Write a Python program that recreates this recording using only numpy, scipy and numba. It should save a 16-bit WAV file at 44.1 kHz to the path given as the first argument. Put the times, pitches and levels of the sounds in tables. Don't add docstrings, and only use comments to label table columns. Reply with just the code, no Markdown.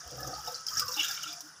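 import sys
import numpy as np
from scipy import signal
from scipy.fft import rfft, irfft
from scipy.io import wavfile
from scipy.ndimage import uniform_filter1d
from numba import njit

SR = 44100
rng = np.random.default_rng(int(sys.argv[2]) if len(sys.argv) > 2 else 0)


def gain_from_db(level_db):
    decades = np.asarray(level_db, float) / 20
    return 10 ** decades


def to_wav(s):
    ch = np.atleast_2d(s).T
    pcm = np.round(np.clip(ch, -1, 1) * 32767)
    wavfile.write(sys.argv[1], SR, pcm.astype(np.int16))


N = 70560
T = np.arange(N) / SR

# (time [s], flow [dB], mist [dB], bubbling [dB], gurgle [dB])
FLOW = [(0, -46.5, -20, -19, -7), (.1, -51, -19, -11, -12), (.22, -47.5, -4.5, -15.5, -8.5),
        (.36, -46, -17, -16.5, -12), (.5, -46.5, -4.5, -16, -7.5), (.6, -48.5, -17.5, -15, -13.5),
        (.655, -51, -30, -18, -9), (.69, -42.5, -9.5, -35, -17.5), (.78, -40.5, -6, -10, -5.5),
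        (.85, -45.5, -10, -13, -11), (.93, -41.5, -7, -24, -12.5), (1.0, -38.5, -10, -0.5, -10),
        (1.12, -41, -5, -7.5, -11), (1.2, -44.5, -14, -6.5, -9.5), (1.3, -45, -10, -4.5, -14),
        (1.38, -48.5, -20, -24, -13), (1.48, -53, -8, -15.5, -8), (1.6, -58.5, -39, -9, -8)]
# (time [s], peak [dB], pitch [Hz], mist re peak [dB])
SPLAT_EVENTS = [(0.0754, -40, 5700, -13), (0.108, -50, 4830, 6.5), (0.1724, -59, 5400, 2),
                (0.205, -44.5, 6400, 6.5), (0.2306, -26.5, 5300, -33), (0.2738, -28, 6300, -11),
                (0.3396, -28.5, 4550, -26), (0.3904, -50, 5190, -12), (0.4748, -26, 5230, -12),
                (0.5202, -33, 6500, -8), (0.5445, -23.5, 4700, -46), (0.6663, -19, 5250, -19),
                (0.6834, -21, 4940, -23), (0.7397, -32, 5550, -18), (0.7537, -26, 6570, -17),
                (0.7709, -18.5, 5380, -37), (0.7794, -17.5, 5620, -23), (0.795, -14.5, 4970, -6.5),
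                (0.8808, -21.5, 5250, -11), (0.9182, -23.5, 5400, -35), (0.9402, -28, 5360, -37),
                (0.7745, -21, 5210, -30), (0.804, -30, 5800, -25), (0.82, -25.5, 4980, -42),
                (0.8654, -32.5, 4890, -30), (0.9986, -20.5, 5300, -22.5), (1.0115, -29, 4900, -25),
                (1.044, -36, 5070, 5), (1.083, -28.5, 7100, -5.5), (1.2759, -32, 5370, -22),
                (0.9645, -26, 5050, -10), (1.0316, -20, 6660, -17), (1.1104, -23.5, 4860, -9),
                (1.2312, -25, 6170, -7.5), (1.3274, -28.5, 4860, -13), (1.4057, -30.5, 5730, -5.5)]


def unit(x):
    return x / np.sqrt(np.mean(x ** 2))


def noise():
    return rng.standard_normal(N)


def curve(table, column):
    table = np.array(table, float)
    return np.interp(T, table[:, 0], table[:, column])


def band(x, lo_hz, hi_hz):
    sos = signal.butter(3, [lo_hz, min(hi_hz, .45 * SR)], "bandpass", fs=SR, output="sos")
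    return signal.sosfilt(sos, x)


def colour(x, points):
    hz, db = np.array(points, float).T
    f_hz = np.arange(N // 2 + 1) * SR / N + 1
    gain = gain_from_db(np.interp(np.log(f_hz), np.log(hz), db))
    return unit(irfft(rfft(x) * gain, N))


def flicker(rate_hz, depth_db):
    k = int(SR / rate_hz)
    steps = np.repeat(rng.standard_normal(N // 100), k)[:N]
    return gain_from_db(depth_db * unit(uniform_filter1d(steps, k)))


@njit
def resonate(x, hz, width_hz):
    y, b, l = np.empty(len(x)), 0., 0.
    for i in range(len(x)):
        g, k = np.tan(np.pi * hz[i] / SR), width_hz / hz[i]
        v = (b + g * (x[i] - l)) / (1 + g * (g + k))
        b, l, y[i] = 2 * v - b, l + 2 * g * v, k * v
    return y


@njit
def ring(start, hz, cycles, size, glide, length):
    y = np.zeros(length)
    for j in range(len(start)):
        n, phase = cycles[j] * SR / hz[j], 0.
        for i in range(min(int(5 * n), length - start[j])):
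            phase += 2 * np.pi * hz[j] / SR * (1 + glide * i / n)
            y[start[j] + i] += size[j] * (np.exp(-i / n) - np.exp(-6 * i / n)) * np.sin(phase)
    return y


def bubbles(lo_hz, hi_hz, cycles, scatter_db, glide, count):
    u = rng.random((count, 4)).T
    start = (u[0] * N).astype(np.int64)
    hz = lo_hz * (hi_hz / lo_hz) ** u[1]
    size = gain_from_db(-scatter_db * np.log(1 - u[3]))
    return unit(ring(start, hz, cycles * (.5 + u[2]), size, float(glide), N))


def clump(rows):
    delay_s, drop_db, spread = .01, -9, .05
    rows = np.array(rows, float)
    u = rng.random((len(rows), 3, 2))
    out = [rows]
    for k, side in ((1, -1), (2, 1)):
        r = rows.copy()
        r[:, 0] += delay_s * (.3 + u[:, k, 0])
        r[:, 1] += drop_db
        r[:, 2] *= 1 + side * spread * (0.364 + u[:, k, 1])
        out.append(r)
    return np.concatenate(out)


def bursts(db, t60_s):
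    attack_s = .001
    dt = np.maximum(T - np.array(SPLAT_EVENTS)[:, :1], 0)
    envelopes = gain_from_db(db[:, None]) * (1 - np.exp(-dt / attack_s)) * 1000. ** (-dt / t60_s)
    return np.sqrt(np.sum(envelopes ** 2, axis=0))


def spray():
    # (frequency [Hz], density [dB per Hz])
    fizz_spectrum = [(4100, -22), (4400, -8.5), (4900, 1), (5500, 5), (6800, -1), (7600, -10), (9000, -16),
                     (10400, -10)]
    flow_db = curve(FLOW, 1)
    s = np.array(SPLAT_EVENTS)
    peak_db, mist_db = s[:, 1], s[:, 1] + s[:, 3]

    fizz = bubbles(3690, 11480, 8.5, 1.23, 0.09, count=9000) + 0.42 * noise()
    fizz = colour(fizz, [(3000, -5)] + list(fizz_spectrum) + [(10900, -55)])
    fizz_level = gain_from_db(flow_db) * flicker(60.21, 1.9) + gain_from_db(-16) * bursts(peak_db, t60_s=.045)

    mist = bubbles(10770, 14070, 2.3, 3.2, 0, count=4000)
    mist = colour(mist, [(10200, -26), (10800, -5.5), (13000, -1), (15300, 11.5)])
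    mist_level = gain_from_db(flow_db + curve(FLOW, 2)) * flicker(89.55, 2.1)
    mist_level = mist_level + gain_from_db(-4.0) * bursts(mist_db, t60_s=0.032)

    crack = unit(band(noise(), 3600, 10000)) * gain_from_db(-8.5) * bursts(mist_db, t60_s=0.054)

    c = clump(SPLAT_EVENTS)
    start = (c[:, 0] * SR).astype(np.int64)
    pips = ring(start, c[:, 2], np.full(len(c), 12.), gain_from_db(c[:, 1] + 0.5), 0.019, N)
    return fizz * fizz_level + mist * mist_level + crack + pips


def trickle():
    # (frequency [Hz], density [dB per Hz])
    froth_spectrum = [(1900, -44), (2250, -6.5), (2550, -8), (2850, -3.5), (3150, -0.5), (3500, -0.5),
                      (3900, -0.5), (4300, -19)]
    pan_start_hz, pan_end_hz, pan_width_hz = 1265, 1445, 23
    flow_db = curve(FLOW, 1)
    froth = colour(bubbles(1980, 4146, 7.9, 2.2, 0.025, count=1600), froth_spectrum)
    low = bubbles(1150, 1900, 8., 1.5, .05, count=1500)
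    pan_hz = (pan_start_hz + (pan_end_hz - pan_start_hz) * T / T[-1]) * flicker(26.6, 0.05)
    gurgle = .5 * unit(resonate(low + noise(), pan_hz, float(pan_width_hz))) + low
    return froth * gain_from_db(flow_db + curve(FLOW, 3)) + gurgle * gain_from_db(flow_db + curve(FLOW, 4))


def pings():
    # (time [s], peak [dB], pitch [Hz],
    # ring [s])
    low_events = [(.195, -47, 1700, .13), (.175, -49, 1255, .12), (.245, -45, 1245, .07),
                  (.325, -43, 1250, .12), (.39, -42, 1240, .04), (.28, -52, 1280, .1), (.43, -49, 1290, .2),
                  (.53, -51, 1300, .25), (.66, -49, 1280, .05), (.36, -50, 850, .11), (.03, -56, 700, .25),
                  (.1, -50, 135, .14), (.1, -50, 500, .2), (.37, -54, 130, .1), (.32, -47, 700, .05),
                  (.466, -44, 862, .06), (.468, -45, 718, .09), (.468, -50, 500, .2), (.7, -50, 1010, .06),
                  (.712, -41, 1270, .08), (.757, -38, 1290, .055), (.76, -44, 1650, .06),
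                  (.79, -35, 1290, .035), (.815, -33, 1190, .045), (.818, -41, 1480, .05),
                  (.85, -47, 1100, .06), (.872, -44, 1170, .08), (.888, -41, 1010, .05),
                  (.81, -52, 500, .09), (.88, -50, 500, .14), (.964, -44, 842, .07), (.965, -48, 311, .13),
                  (.96, -50, 1200, .05), (1.03, -44, 1650, .06), (1.095, -44, 1650, .06),
                  (1.04, -46, 1370, .08), (1.09, -43, 1370, .12), (1.09, -50, 800, .06),
                  (1.172, -43, 1358, .07), (1.236, -41, 1360, .1), (1.29, -56, 698, .3),
                  (1.425, -58, 300, .12), (1.25, -60, 310, .2)]
    # (time [s], peak [dB], pitch [Hz], ring [s])
    high_events = [(.468, -49, 3780, .05), (.545, -52, 4080, .09), (.68, -52, 3180, .06),
                   (.7935, -35, 3000, .012), (.7935, -40, 2350, .015), (.939, -40, 3860, .03),
                   (.971, -28, 2790, .018), (.991, -21, 2860, .026), (1.009, -31, 2780, .02),
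                   (1.025, -37, 2850, .04), (1.043, -34, 2950, .015), (.99, -39, 3450, .04),
                   (1.015, -36, 3300, .025), (1.044, -38, 3650, .03), (1.005, -42, 2250, .04),
                   (1.173, -42, 2280, .025), (1.174, -42, 2900, .02), (1.233, -32, 2900, .022),
                   (1.275, -41, 3470, .035), (1.075, -46, 3550, .1), (1.325, -51, 2400, .03),
                   (.875, -55, 2750, .06)]
    hold, fade, glide = .35, .4, .015
    events = clump(list(low_events) + list(high_events))
    start_s, peak_db, hz, ring_s = events.T[:, :, None]
    dt = np.maximum(T - start_s, 0)
    swell = np.sin(np.pi / 2 * np.minimum(dt / (0.0057 + 0.84 / hz), 1)) ** 2
    decay = 1000. ** (-np.maximum(dt - hold * ring_s, 0) / (fade * ring_s))
    tone = np.sin(2 * np.pi * hz * dt * (1 + glide * np.minimum(dt / ring_s, 1) / 2))
    return np.sum(gain_from_db(peak_db) * swell * decay * tone, axis=0) * flicker(150, 2.2)


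def body(x, modes):
    lean_s = .25
    lean = np.clip(T / lean_s, 0, 1) ** 2
    out = 0
    for hz, width_hz, db, lean_db, rise in modes:
        hz = hz * flicker(12, .12) * (1 + rise * lean)
        level = gain_from_db(db + lean_db * lean) * flicker(11.7, 0.29)
        once = resonate(x, hz, float(width_hz))
        out = out + level * unit(resonate(once, hz, float(width_hz)))
    return unit(out)


def groan():
    # (time [s], hum [dB], rasp [dB])
    friction = [
        (.03, -80, -75),
        (.065, -42, -58.5),
        (.13, -61, -47),
        (.17, -50, -47.5),
        (.28, -44.5, -42.5),
        (.33, -55, -46.5),
        (.38, -46, -66.5),
        (.48, -58, -52.5),
        (.53, -83, -85),
    ]
    # (frequency [Hz], width [Hz], level [dB], gain on leaning [dB], pitch rise on leaning [0-1])
    bowl_modes = [(133, 40, -2, 1.5, 0), (296, 57, -12.5, 5.5, 0.01), (500.7, 120, 0, -6, 0.02),
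                  (690.3, 85, -10, 8.5, 0.08)]
    slip_hz = 67.03
    turn = np.cumsum(slip_hz * flicker(30.03, 0.35)) / SR
    slips = np.diff(np.floor(turn), prepend=0) * flicker(70, 1.7)
    hum = np.sin(2 * np.pi * turn) * flicker(44, 1)
    rasp = body(slips + 0.067 * noise(), bowl_modes)
    return hum * gain_from_db(curve(friction, 1)) + rasp * gain_from_db(curve(friction, 2))


def rumble():
    # (time [s], level [dB])
    shift = [
        (.72, -72),
        (.78, -49.5),
        (.83, -53.5),
        (.93, -62.5),
        (.99, -82),
        (1.06, -71),
        (1.12, -62),
        (1.18, -74),
        (1.52, -83),
        (1.58, -65),
    ]
    # (frequency [Hz], width [Hz], level [dB], gain on leaning [dB], pitch rise on leaning [0-1])
    pan_modes = [(83.4, 25, 0.5, 0.5, 0.09), (125.4, 43, -1, 3, 0.02)]
    return body(noise(), pan_modes) * gain_from_db(curve(shift, 1))


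def kitchen():
    # (frequency [Hz], density [dB per Hz])
    room_spectrum = [(40, -29), (95, -46), (150, -1.5), (220, -21.5), (1500, -7.5), (2200, -31.5),
                     (6000, -34), (10300, -16)]
    floor = colour(noise(), list(room_spectrum) + [(11000, -35)])
    return floor * gain_from_db(-61.5 + 2.5) * flicker(7.74, 0.69)


def echo(near):
    t60_s, level_db = .25, -8
    n = np.arange(SR // 2)
    tail = rng.standard_normal(len(n)) * 1000. ** (-n / SR / t60_s)
    wet = signal.fftconvolve(near, tail / np.sqrt(np.sum(tail ** 2)))[:N]
    return gain_from_db(level_db) * band(wet, 44, 11000)


def scene():
    near = spray() + trickle() + pings() + groan() + rumble()
    return (near + echo(near) + kitchen())[None]


def low_pass(x):
    return signal.sosfilt(signal.butter(12, 16380, fs=SR, output="sos"), x)


def record(dry):
    low_cut = signal.butter(3, 52, "highpass", fs=SR, output="sos")
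    top_cut = signal.ellip(8, .2, 60, 15300, fs=SR, output="sos")
    mix = signal.sosfilt(top_cut, signal.sosfilt(low_cut, dry))
    return low_pass(mix)


dry = scene()
out = record(dry)
to_wav(out)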